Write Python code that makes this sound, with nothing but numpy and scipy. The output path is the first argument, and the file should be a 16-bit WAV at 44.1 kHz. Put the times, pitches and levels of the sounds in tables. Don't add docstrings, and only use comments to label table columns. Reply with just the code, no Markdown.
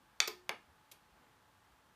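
import sys
import numpy as np
from scipy import signal
from scipy.fft import rfft, irfft
from scipy.io import wavfile
from scipy.ndimage import uniform_filter1d

SR = 44100
rng = np.random.default_rng(int(sys.argv[2]) if len(sys.argv) > 2 else 0)


def transcribe(u):
    v = np.clip(np.atleast_2d(u).T, -1, 1)
    q = np.round(v * 32767).astype(np.int16)
    wavfile.write(sys.argv[1], SR, q)


N = 85995
TIME_S = np.arange(N) / SR

# (time [s], level [dB])
PRESS_CLICKS = [(0.2025, 2), (0.2044, -24.5), (0.2056, -11.5), (0.2067, -29.5)]


def switch():
    # (time [s], level [dB])
    release_clicks = [(0.4928, 3.5), (0.4936, -5.5), (0.4946, -5)]
    # (frequency [Hz], t60 [s], press gain [dB], release gain [dB])
    body_modes = [(345, .025, -59.5, -46.5), (830, 0.023, -40.5, -31), (1145, 0.0044, -25, -31.5),
                  (1873, 0.0086, -25, -27.5), (2185, .008, -23, -26), (2480, 0.011, -22, -29),
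                  (3480, 0.014, -21, -35.5), (4500, 0.018, -20.5, -40), (5005, .004, -24.5, -37.5),
                  (5940, .003, -13.5, -33.5), (6620, 0.0031, -12.5, -34.5), (9800, .004, -32.5, -37),
                  (13600, 0.0046, -38.5, -40)]
    # (time [s], level [dB], tilt [dB/octave])
    cracks = [(0.2025, -22.5, 0), (0.4929, -34, -4.5)]
    press_modes = [(hz, db, t60_s) for hz, t60_s, db, _ in body_modes]
    release_modes = [(hz, db, t60_s) for hz, t60_s, _, db in body_modes]
    press, press_feed = snap(PRESS_CLICKS, press_modes, cracks[0], low_cut_hz=620)
    release, release_feed = snap(release_clicks, release_modes, cracks[1], low_cut_hz=287)
    low, high = (butterworth(release_feed, order=3, hz=2820, kind=kind) for kind in ("low", "high"))
    return press + release, press_feed + from_db(1.5) * low + from_db(-3.5) * high


def snap(clicks, modes, grit, low_cut_hz, body_send_db=-3, crack_send_db=2.5):
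    body = struck(impulses(clicks), modes)
    burst = crack(*grit)
    feed = from_db(body_send_db) * body + from_db(crack_send_db) * burst
    return butterworth(np.array([body + burst, feed]), order=2, hz=low_cut_hz, kind="high")


def crack(start_s, level_db, tilt_db_per_oct):
    # (frequency [Hz], relative density [dB])
    spectrum = [(60, -29), (200, -20.5), (450, -18.5), (750, -4), (1500, -3.5), (2900, 3.5), (5300, 1.5),
                (7800, -1), (9000, -15), (15000, -20)]
    grains, envelope = friction(start_s, attack_s=1 / SR, hold_s=0.0012, release_s=0.001315)
    return from_db(level_db) * envelope * coloured(grains, spectrum, tilt_db_per_oct)


def spring(stop_s=0.279):
    # (frequency [Hz], gain [dB], t60 [s])
    metal_modes = [(881, -52.5, 0.24), (1804, -57.5, 0.5), (2272, -51.5, 0.26), (3500, -45.5, 0.24),
                   (3585, -45, 0.31), (4450, -51, 0.34), (5400, -51.5, .16)]
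    # (frequency [Hz], level [dB], t60 [s])
    twang_modes = [(361.4, -51, .58), (378.4, -48, 0.093), (429, -44.5, 0.2), (727, -68, 0.54),
                   (1038, -49, 0.18)]
    stop = impulses([(stop_s, 0)])
    twang = sum(from_db(db) * ring(stop, hz, t60_s) for hz, db, t60_s in twang_modes)
    return struck(impulses(PRESS_CLICKS[:1]), metal_modes) + twang


def scuffs():
    # (start [s], hold [s], level [dB], room send [dB])
    slips = [(0.274, 0.0069, -34.5, 0), (0.9136, 0.0097, -52.5, 1)]
    # (frequency [Hz], relative density of first [dB], of second [dB])
    spectra = [(170, -35.5, -18), (390, 0, -2.5), (530, -15, 0), (1090, -3.5, -9), (1870, -0.5, -10),
               (2350, 1.5, 2), (3180, -4, 1.5), (4560, 2, 1), (6740, -4, 2), (8800, -13.5, -5),
               (9500, -13.5, 5), (11200, -16, -5), (12140, -5, 6), (15000, -7, -8.5)]
    direct, feed = np.zeros((2, N))
    for k, (start_s, hold_s, level_db, send_db) in enumerate(slips):
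        spectrum = [(hz, levels_db[k]) for hz, *levels_db in spectra]
        grains, envelope = friction(start_s, attack_s=0.0016, hold_s=hold_s, release_s=0.0031)
        slip = from_db(level_db) * envelope * coloured(grains, spectrum)
        direct += slip
        feed += from_db(send_db) * slip
    return direct, feed


def friction(start_s, attack_s, hold_s, release_s, grains_per_s=16000):
    grains = unit_rms(rng.standard_normal(N) * (rng.random(N) < grains_per_s / SR))
    age_s = TIME_S - start_s
    rise = np.clip(age_s / attack_s, 0, 1)
    fall = np.exp(-np.maximum(age_s - hold_s, 0) / release_s)
    return grains, rise * fall


def impulses(clicks):
    train = np.zeros(N)
    for time_s, db in clicks:
        train[int(time_s * SR)] += from_db(db)
    return train


def struck(force, modes):
    return sum((-1) ** k * from_db(db) * ring(force, hz, t60_s)
               for k, (hz, db, t60_s) in enumerate(modes))


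def ring(force, hz, t60_s):
    radius = from_db(-60 / (t60_s * SR))
    angle_rad = 2 * np.pi * hz / SR
    return signal.lfilter([.5, 0, -.5], [1, -2 * radius * np.cos(angle_rad), radius ** 2], force + 1e-18)


def room(feed, delay_s=0.00067, build_s=0.00071):
    # (frequency [Hz], gain [dB])
    band_gains = [(100, 8), (300, 7.5), (420, 5), (560, 1), (850, 4), (1400, -1.5), (2300, -3.5),
                  (3000, -4.5), (3500, -6.5), (4000, -8.5), (4600, -7), (5500, -8.5), (6700, -13),
                  (10000, -6.5), (15000, -13)]
    # (frequency [Hz], t60 [s])
    band_t60s = [(150, .36), (500, 0.19), (1400, 0.23), (3700, 0.25), (7000, 0.29), (14000, .22)]
    hz = np.fft.rfftfreq(N, 1 / SR)
    white = rfft(rng.standard_normal(N))
    edges_hz = np.geomspace(60, 18000, 41)
    age_s = np.maximum(TIME_S - delay_s, 0)
    build = 1 - np.exp(-age_s / build_s)
    response = np.zeros(N)
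    for low_hz, high_hz in zip(edges_hz, edges_hz[1:]):
        centre_hz = np.sqrt(low_hz * high_hz)
        decay = from_db(-60 * age_s / at_hz(band_t60s, centre_hz))
        band = irfft(white * (hz >= low_hz) * (hz < high_hz), N) * decay * build
        unity_gain_rms = np.sqrt(2 * (high_hz - low_hz) / SR / N)
        response += unit_rms(band) * unity_gain_rms * from_db(at_hz(band_gains, centre_hz))
    return signal.fftconvolve(feed, response)[:N]


def fans(air_db=-68.5, whine_db=-79.5, whine_hz=855, wander_hz=2.376):
    # (frequency [Hz], relative density [dB])
    spectrum = [(24, -32.5), (40, -1), (142, -1.5), (298, -6), (364, -8), (582, -8), (845, -4), (910, -4),
                (1230, -3.5), (1460, -7), (1610, -5.5), (2170, -13), (3220, -14), (5430, -20.5),
                (15000, -26)]
    air = coloured(rng.standard_normal(N), spectrum)
    wander = unit_rms(uniform_filter1d(rng.standard_normal(N), size=4000))
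    whine = np.sin(2 * np.pi * np.cumsum(whine_hz + wander_hz * wander) / SR)
    return from_db(air_db) * air + from_db(whine_db) * unit_rms(whine)


def handling(rustle_db=-71.5):
    # (frequency [Hz], relative density [dB])
    spectrum = [(60, -17), (250, 5), (600, 4), (1300, 0.5), (2600, -2.5), (6000, -22), (15000, -27)]
    # (time [s], level [dB], pitch [Hz])
    bumps = [(0.70, -67.5, 76), (1.13, -69, 55), (1.31, -78.5, 140), (1.46, -76, 85), (1.581, -72.5, 94.3),
             (1.72, -69.5, 62)]
    cloth = coloured(rng.standard_normal(N), spectrum)
    sound = from_db(rustle_db) * swell(centre_s=1.233, sigma_s=0.084) * cloth
    for time_s, db, hz in bumps:
        tone = unit_rms(np.sin(2 * np.pi * (hz * TIME_S + rng.random())))
        sound += from_db(db) * swell(time_s, sigma_s=0.013) * tone
    return sound


def swell(centre_s, sigma_s):
    return np.exp(-.5 * ((TIME_S - centre_s) / sigma_s) ** 2)


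def coloured(noise, spectrum, tilt_db_per_oct=0):
    hz = np.maximum(np.fft.rfftfreq(N, 1 / SR), 1)
    gain_db = at_hz(spectrum, hz) + tilt_db_per_oct * np.log2(hz)
    return unit_rms(irfft(rfft(noise) * from_db(gain_db), N))


def at_hz(table, hz):
    knots_hz, values = np.transpose(table)
    return np.interp(np.log(np.maximum(hz, 1)), np.log(knots_hz), values)


def butterworth(x, order, hz, kind):
    return signal.sosfilt(signal.butter(order, hz, kind, fs=SR, output="sos"), x)


def from_db(db):
    return 10 ** (np.asarray(db) / 20)


def unit_rms(x):
    return x / np.sqrt(np.mean(x ** 2) + 1e-20)


def scene():
    snaps, snap_feed = switch()
    slips, slip_feed = scuffs()
    return (snaps + slips + spring() + room(snap_feed + slip_feed) + fans() + handling())[None]


def record(dry):
    rumble_cut_hz, top_cut_hz = 38, 15200
    high_passed = butterworth(dry, order=4, hz=rumble_cut_hz, kind="high")
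    return signal.sosfilt(signal.ellip(10, .2, 70, top_cut_hz, fs=SR, output="sos"), high_passed)


dry = scene()
out = record(dry)
transcribe(out)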